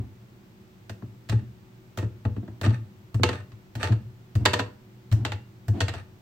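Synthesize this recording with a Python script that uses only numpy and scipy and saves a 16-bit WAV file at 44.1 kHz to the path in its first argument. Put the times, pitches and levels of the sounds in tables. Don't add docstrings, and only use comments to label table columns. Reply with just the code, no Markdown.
import sys
import numpy as np
from scipy import signal
from scipy.fft import rfft, irfft, next_fast_len
from scipy.io import wavfile
from scipy.ndimage import map_coordinates

SR = 44100
rng = np.random.default_rng(int(sys.argv[2]) if len(sys.argv) > 2 else 0)


def log_audio(samples):
    frames = np.atleast_2d(samples).T
    limited = np.clip(frames, -1, 1)
    pcm = np.round(limited * 32767).astype(np.int16)
    wavfile.write(sys.argv[1], SR, pcm)


N = 273949

# (frequency [Hz], t60 [s])
ROOM_DECAY = [(60, 0.43), (120, 0.4), (250, 0.47), (500, 0.34), (1400, 0.31), (3000, 0.28), (8000, 0.25),
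              (15000, 0.16)]
# (frequency [Hz], left-right correlation [-1..1])
COHERENCE = [(120, 0.96), (300, 0.95), (700, 0.34), (1400, 0.43), (2800, 0.043), (8000, 0.11)]
# (frequency [Hz], left minus right [dB])
SHADING = [(100, 1.5), (400, 0), (1300, 1), (2800, -0.5), (4400, -4), (7000, -11.5), (9500, -20.5),
           (12000, -7), (15500, -7)]
# (frequency [Hz], level [dB])
FAN_TONES = [(118.4, -54), (188.4, -69.5), (323.0, -64), (371.4, -61), (866.7, -76.5)]
# (frequency [Hz], density [dB])
AIR_SPECTRUM = [(15, -55), (25, -15), (70, -14), (120, 2), (148, -10.5), (195, -2), (270, -16), (365, -14),
                (430, -20.5), (900, -24.5), (2500, -30), (8500, -41), (10100, -51.5), (12000, -41),
                (15700, -37.5)]
# (frequency [Hz], left-right correlation [-1..1])
AIR_COHERENCE = [(60, 0.9), (180, 0.93), (550, 0.33), (1650, -0.21), (4970, 0.16), (15000, -0.17)]
# (time [s], length [s], level [dB])
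RUB_STROKES = [(-0.04, 0.11, -45.5), (2.29, 0.41, -55), (2.65, 0.059, -33.5), (3.755, 0.058, -37.5),
               (3.88, 0.067, -32), (4.375, 0.088, -38.5), (5.12, 0.2, -40), (5.725, 0.1, -31.5)]
# (frequency [Hz], density [dB])
RUB_SPECTRUM = [(90, -17), (190, -4.5), (280, -1), (370, -7.5), (480, -28), (700, -16), (1100, -28.5),
                (3000, -39), (15000, -63.5)]
# (time [s], boom [dB], knock [dB], brightness [dB/band], hollow note [Hz])
ROCK_BLOWS = [(-0.016, -21, -53, -12, 432), (1.023, -29, -50, -8.5, 443), (1.323, -15.5, -40.5, -4.5, 840),
              (1.422, -29, -67.5, -17.5, 430), (2.026, -20, -42.5, -7, 490), (2.364, -27, -48, -6.5, 440),
              (2.429, -45, -53.5, -13.5, 695), (2.478, -31, -49, -7, 650), (2.635, -19.5, -42.5, -2, 423),
              (2.665, -13, -38.5, -11, 422), (3.195, -17.5, -45.5, -11, 490), (3.518, -35, -60.5, 1, 1067),
              (3.898, -12, -46.5, -8.5, 423), (3.921, -31.5, -42, -0.5, 882), (4.407, -25, -61, -8.5, 428),
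              (5.199, -19, -65, -5, 440)]
# (time [s], boom [dB], knock [dB], brightness [dB/band], skin [dB])
SHOVE_BLOWS = [(0.895, -31.5, -45, -1, -47), (1.289, -45, -52, 1.5, -53), (1.295, -16, -45, 4, -44),
               (1.974, -25, -40.5, -3, -39.5), (1.985, -28, -41, -2.5, -46),
               (2.251, -15.5, -37.5, -7, -69.5), (2.613, -24, -41, -1, -41.5),
               (3.144, -13.5, -46.5, -2, -46), (3.753, -23.5, -47, 0.5, -46),
               (4.353, -10, -45.5, -0.5, -43.5), (5.115, -12.5, -52.5, 3.5, -52),
               (5.125, -18, -44.5, 0, -39), (5.682, -14, -44, -3.5, -43)]
# (time [s], boom [dB], knock [dB], brightness [dB/band], hollow note [Hz],
# contacts [count], first flight [s], bounce loss [dB], other foot lag [s], other foot level [dB])
DROP_BLOWS = [(2.662, -26, -38, -2, 643, 2, 0.043, 7, -0.012, -2),
              (3.233, -20.5, -26.5, -0.43, 1073, 3, 0.056, 8.5, 0.0011, 1),
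              (3.83, -23.5, -33.5, 0, 845, 2, 0.043, 8.5, 0.011, -5),
              (4.458, -22.5, -22, 0.5, 983, 3, 0.079, 3.5, -0.0041, -4.5),
              (5.25, -26.5, -33, 0, 846, 2, 0.0695, 4, 0.012, -11),
              (5.805, -19, -31.5, 1, 670, 3, 0.077, 5.5, 0.01, -4.5)]
# (frequency [Hz], level [dB], t60 [s])
BENCH_MODES = [(71, -13.5, 0.25), (101.35, -28.5, 0.91), (125.06, -13, 0.46), (211.9, -18, 0.27),
               (307.5, -18.5, 0.12)]
# (frequency [Hz], level [dB], t60 [s])
CASE_MODES = [(205.5, -10, 0.22), (270.4, -1.5, 0.22), (353, 10.5, 0.063), (415.4, 3.5, 0.13),
              (488.8, 5.5, 0.17), (604, -3, 0.38), (760, -25, 0.19), (873.6, 7.5, 0.08), (951, -12.5, 0.16),
              (983, -14.5, 0.036), (1077, -14.5, 0.19), (1276, 1, 0.045), (1404, -18, .08),
              (1769, 5, 0.035), (1859, 5.5, 0.068), (2030, -13, 0.045), (2167, -13, 0.15),
              (2615, -11, 0.21), (2650, -6, 0.1), (2776, -11, 0.33), (2960, 3, 0.048), (3040, 2, 0.046),
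              (3420, -8, 0.074), (3600, -7.5, 0.081), (4250, 3.5, 0.052), (4630, 1.5, 0.049),
              (4570, -41, 0.084), (5300, -33, 0.062), (6000, -4.5, 0.069), (6500, -35, 0.11),
              (6570, -10, 0.089), (7400, 5.5, 0.035)]
# (frequency [Hz], density [dB])
CRACK_SPECTRUM = [(60, -20.5), (200, 9), (450, -9.5), (690, 2.5), (1000, -7.5), (1800, -3.5), (2250, -15),
                  (2800, -5.5), (4400, -5.5), (5300, -14.5), (8000, -17), (9200, -23), (9800, -34),
                  (11500, -28.5), (15500, -36.5)]
# (frequency [Hz], density [dB])
SKIN_SPECTRUM = [(1500, -47), (5000, 3.5), (8300, 2.5), (10200, -9.5), (12000, -3.5), (15800, 0)]
# (time [s], length [s], level [dB])
SKID_STROKES = [(1.305, 0.038, -38), (1.385, 0.021, -49), (1.981, 0.075, -46), (2.628, 0.044, -28),
                (2.715, 0.059, -41.5), (3.25, 0.18, -41), (3.775, 0.13, -34.5), (3.81, 0.062, -38),
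                (5.89, 0.14, -42.5)]
# (frequency [Hz], width [Hz], level [dB])
SKID_MODES = [(560, 150, 1.5), (890, 43, 5.5), (1220, 88, 4), (1616, 230, -0.5), (1816, 58, 8.5),
              (2600, 370, -3.5), (3720, 150, -6.5), (4360, 270, -11), (5850, 240, -13.5),
              (8000, 720, -17.5)]
# (low edge [Hz], high edge [Hz])
BANDS_HZ = [(170, 380), (380, 1150), (1150, 2500), (2500, 18000)]
# (thud [dB], knock [dB], clack [dB], click [dB])
SHOVE_COLOUR_DB, ROCK_COLOUR_DB = (-2.1, 0.69, 0.99, -1.7), (2, -1, -1, -5)
DROP_COLOUR_DB, OTHER_FOOT_COLOUR_DB = (-10.5, -1.5, 1, -0.5), (-4.5, -0.5, -0.5, 0)
# (pitch [Hz], swell [s])
SHOVE_BOOM, ROCK_BOOM, DROP_BOOM = (107.7, 0.021), (111.8, 0.028), (99.7, 0.028)

SHOVE_NOTE_HZ, OTHER_FOOT_NOTE_HZ = 669, 465.5
SHOVE_CHATTER_S, ROCK_CHATTER_S, DROP_CHATTER_S = 0.0082, 0.017, 0.0066


def amp(db):
    return 10 ** (np.asarray(db) / 20)


def rms(x):
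    return np.sqrt(np.mean(x ** 2) + 1e-20)


def along(points, hz):
    knots_hz, values = np.transpose(points)
    return np.interp(np.log(hz + 1), np.log(knots_hz + 1), values)


def filtered(x, response):
    n = x.shape[-1]
    size = next_fast_len(n + 4096)
    return irfft(rfft(x, size) * response(np.fft.rfftfreq(size, 1 / SR)), size)[..., :n]


def wobble(rate_hz):
    knots = rng.standard_normal(int(N * rate_hz / SR) + 4)
    return map_coordinates(knots, [np.arange(N) * rate_hz / SR])


def noise(size, spectrum, coherence=COHERENCE):
    def response(hz):
        angle = np.arccos(np.clip(along(coherence, hz), -1, 1)) / 2
        return amp(along(spectrum, hz)) * [np.cos(angle), np.sin(angle)]
    mid, side = filtered(rng.standard_normal((2, size)), response)
    pair = np.array([mid + side, mid - side])
    return pair / rms(pair)


def add(track, time_s, sound):
    start = round(time_s * SR)
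    part = sound[..., max(-start, 0):N - start]
    track[:, max(start, 0):max(start, 0) + part.shape[-1]] += part


def in_room(x, wet_db, onset_s=0.0048):
    hz, t, spectra = signal.stft(noise(SR * 3 // 4, [(1, 0)]), SR, nperseg=256)
    decay = amp(-60 * t / along(ROOM_DECAY, hz)[:, None])
    tail = signal.istft(spectra * decay, SR, nperseg=256)[1]
    tail *= 1 - np.exp(-(np.arange(tail.shape[1]) / SR / onset_s) ** 2)
    tail *= amp(wet_db) / np.linalg.norm(tail[0])
    tail[:, 0] = 1
    return signal.fftconvolve(np.atleast_2d(x), tail, axes=1)


def fan(air_db=-52, hum_db=-1, drift_rad=0.19, waver_db=2.5):
    t = np.arange(N) / SR
    hum = np.zeros(N)
    for hz, db in FAN_TONES:
        gain = amp(db + hum_db + waver_db * wobble(24))
        hum += gain * np.sin(2 * np.pi * hz * t + drift_rad * wobble(22))
    return hum + amp(air_db) * noise(N, AIR_SPECTRUM, AIR_COHERENCE)


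def friction(strokes, spectrum, grain_db, slip_hz):
    force = np.zeros((1, N))
    for time_s, length_s, db in strokes:
        add(force, time_s, amp(db) * np.sqrt(np.hanning(int(length_s * SR))))
    slips = amp(grain_db * wobble(slip_hz))
    return force * slips / rms(slips) * noise(N, spectrum)


def sleeve_rubs(level_db=-1):
    grumble = friction(RUB_STROKES, RUB_SPECTRUM, grain_db=-1.0, slip_hz=120)
    return in_room(amp(level_db) * grumble, wet_db=-9.0)[:, :N]


def bench_booms(rise_s=0.0057, level_db=-1):
    out, t = np.zeros((2, N)), np.arange(SR // 2) / SR
    ring = sum(amp(db - 60 * t / t60_s) * np.sin(2 * np.pi * hz * t) for hz, db, t60_s in BENCH_MODES)
    ring *= 1 - np.exp(-t / rise_s)
    kinds = [(SHOVE_BLOWS, SHOVE_BOOM), (ROCK_BLOWS, ROCK_BOOM), (bounces(), DROP_BOOM)]
    for blows, (hz, swell_s) in kinds:
        push = t / swell_s * np.exp((1 - (t / swell_s) ** 2) / 2)
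        boom = push ** 1.43 * np.sin(2 * np.pi * hz * t) + ring
        for time_s, boom_db, *_ in blows:
            add(out, time_s, in_room(amp(boom_db + level_db) * boom, wet_db=-10.5))
    return out


def case_strikes():
    def levels(colour_db, knock_db, bright_db):
        return knock_db + np.array(colour_db) + bright_db * (np.arange(len(colour_db)) - 1)
    rows = []
    for time_s, _, db, bright_db, _ in SHOVE_BLOWS:
        rows.append((time_s, levels(SHOVE_COLOUR_DB, db, bright_db), SHOVE_NOTE_HZ, SHOVE_CHATTER_S))
    for time_s, _, db, bright_db, hz in ROCK_BLOWS:
        rows.append((time_s, levels(ROCK_COLOUR_DB, db, bright_db), hz, ROCK_CHATTER_S))
    for time_s, _, db, bright_db, hz, chatter_s, lag_s, other_db in bounces():
        rows.append((time_s, levels(DROP_COLOUR_DB, db, bright_db), hz, chatter_s))
        foot_db = levels(OTHER_FOOT_COLOUR_DB, db + other_db, bright_db)
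        rows.append((time_s + lag_s, foot_db, OTHER_FOOT_NOTE_HZ, chatter_s))
    return rows


def plastic_crack(chatter_s, force_db, strike_t60_s=0.03, rattle_t60_s=0.22, detune=0.0019):
    t = np.arange(SR // 4) / SR
    spikes_db = 3 * np.interp(t, t[::32], rng.standard_normal(len(t[::32])))
    strike = amp(4 - 60 * t / strike_t60_s)
    taps = amp(spikes_db) * np.exp(-(t / chatter_s) ** 2)
    rattle = amp(-14 - 60 * t / rattle_t60_s)
    crack = noise(len(t), CRACK_SPECTRUM) * (strike + taps + rattle)
    hz, db, t60_s = np.transpose(CASE_MODES)[:, :, None]
    hz = hz * (1 + detune * rng.standard_normal(hz.shape))
    db = db + 2 * rng.standard_normal(hz.shape)
    spread_rad = 0.63 * (1 - along(COHERENCE, hz))
    phase = rng.uniform(0, 2 * np.pi, hz.shape) + spread_rad * rng.standard_normal((2, *hz.shape))
    modes = amp(db - 60 * t / t60_s) * np.sin(2 * np.pi * hz * t + phase)
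    ring = modes.sum(axis=1) * (1 - np.exp(-2 * t / chatter_s))
    return crack + amp(-4 + 0.15 * force_db) * ring


def case_knocks(hollow_db=-2, hollow_t60_s=0.057):
    def unit_attack(x):
        return x / rms(x[..., :SR // 64])
    out, t = np.zeros((2, N)), np.arange(SR // 4) / SR
    bands = [signal.butter(4, edges, 'band', fs=SR, output='sos') for edges in BANDS_HZ]
    for time_s, band_db, hz, chatter_s in case_strikes():
        crack = plastic_crack(chatter_s, force_db=band_db[2])
        thud, knock, clack, click = [unit_attack(signal.sosfilt(band, crack)) for band in bands]
        envelope = amp(-60 * t / hollow_t60_s) * (1 - np.exp(-2 * t / chatter_s))
        hollow = unit_attack(envelope * np.sin(2 * np.pi * hz * t))
        knock = unit_attack(knock + amp(hollow_db) * hollow)
        blow = sum(gain * part for gain, part in zip(amp(band_db), (thud, knock, clack, click)))
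        add(out, time_s, in_room(blow, wet_db=-11.5))
    return out


def skin_slaps(t60_s=0.065):
    out, t = np.zeros((2, N)), np.arange(SR // 8) / SR
    for time_s, *_, skin_db in SHOVE_BLOWS:
        hiss = amp(skin_db - 60 * t / t60_s) * noise(len(t), SKIN_SPECTRUM)
        add(out, time_s, in_room(hiss, wet_db=-6.5))
    return out


def stand_skids(level_db=9):
    def resonances(f):
        return sum((-1) ** k * amp(db) * 1j * f * width_hz / (hz * hz - f * f + 1j * f * width_hz)
                   for k, (hz, width_hz, db) in enumerate(SKID_MODES))
    rasp = friction(SKID_STROKES, [(200, -4.5), (8000, -2.5), (10000, -1.5)], grain_db=-3.5, slip_hz=500)
    return in_room(amp(level_db) * filtered(rasp, resonances), wet_db=-10.0)[:, :N]


def bounces(flight_ratio=0.73, loss_power=0.94, chatter_ratio=1.42, dulling_db=1.64):
    rows = []
    for time_s, boom_db, knock_db, bright_db, hz, count, flight_s, loss_db, lag_s, other_db in DROP_BLOWS:
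        for k in range(round(count)):
            lost_db = loss_db * k ** loss_power
            chatter_s = DROP_CHATTER_S * chatter_ratio ** k
            rows.append((time_s, boom_db - lost_db, knock_db - lost_db, bright_db - dulling_db * k,
                         hz, chatter_s, lag_s, other_db))
            time_s += flight_s * flight_ratio ** k
    return rows


def scene():
    def shade(hz):
        ratio = amp(along(SHADING, hz))
        return np.array([ratio, np.ones_like(hz)]) * np.sqrt(2 / (1 + ratio ** 2))
    meter = skin_slaps() + bench_booms() + case_knocks() + stand_skids() + sleeve_rubs()
    return filtered(meter, shade) + fan()


def record(dry, top_hz=15900):
    return filtered(dry, lambda hz: hz < top_hz)


dry = scene()
out = record(dry)
log_audio(out)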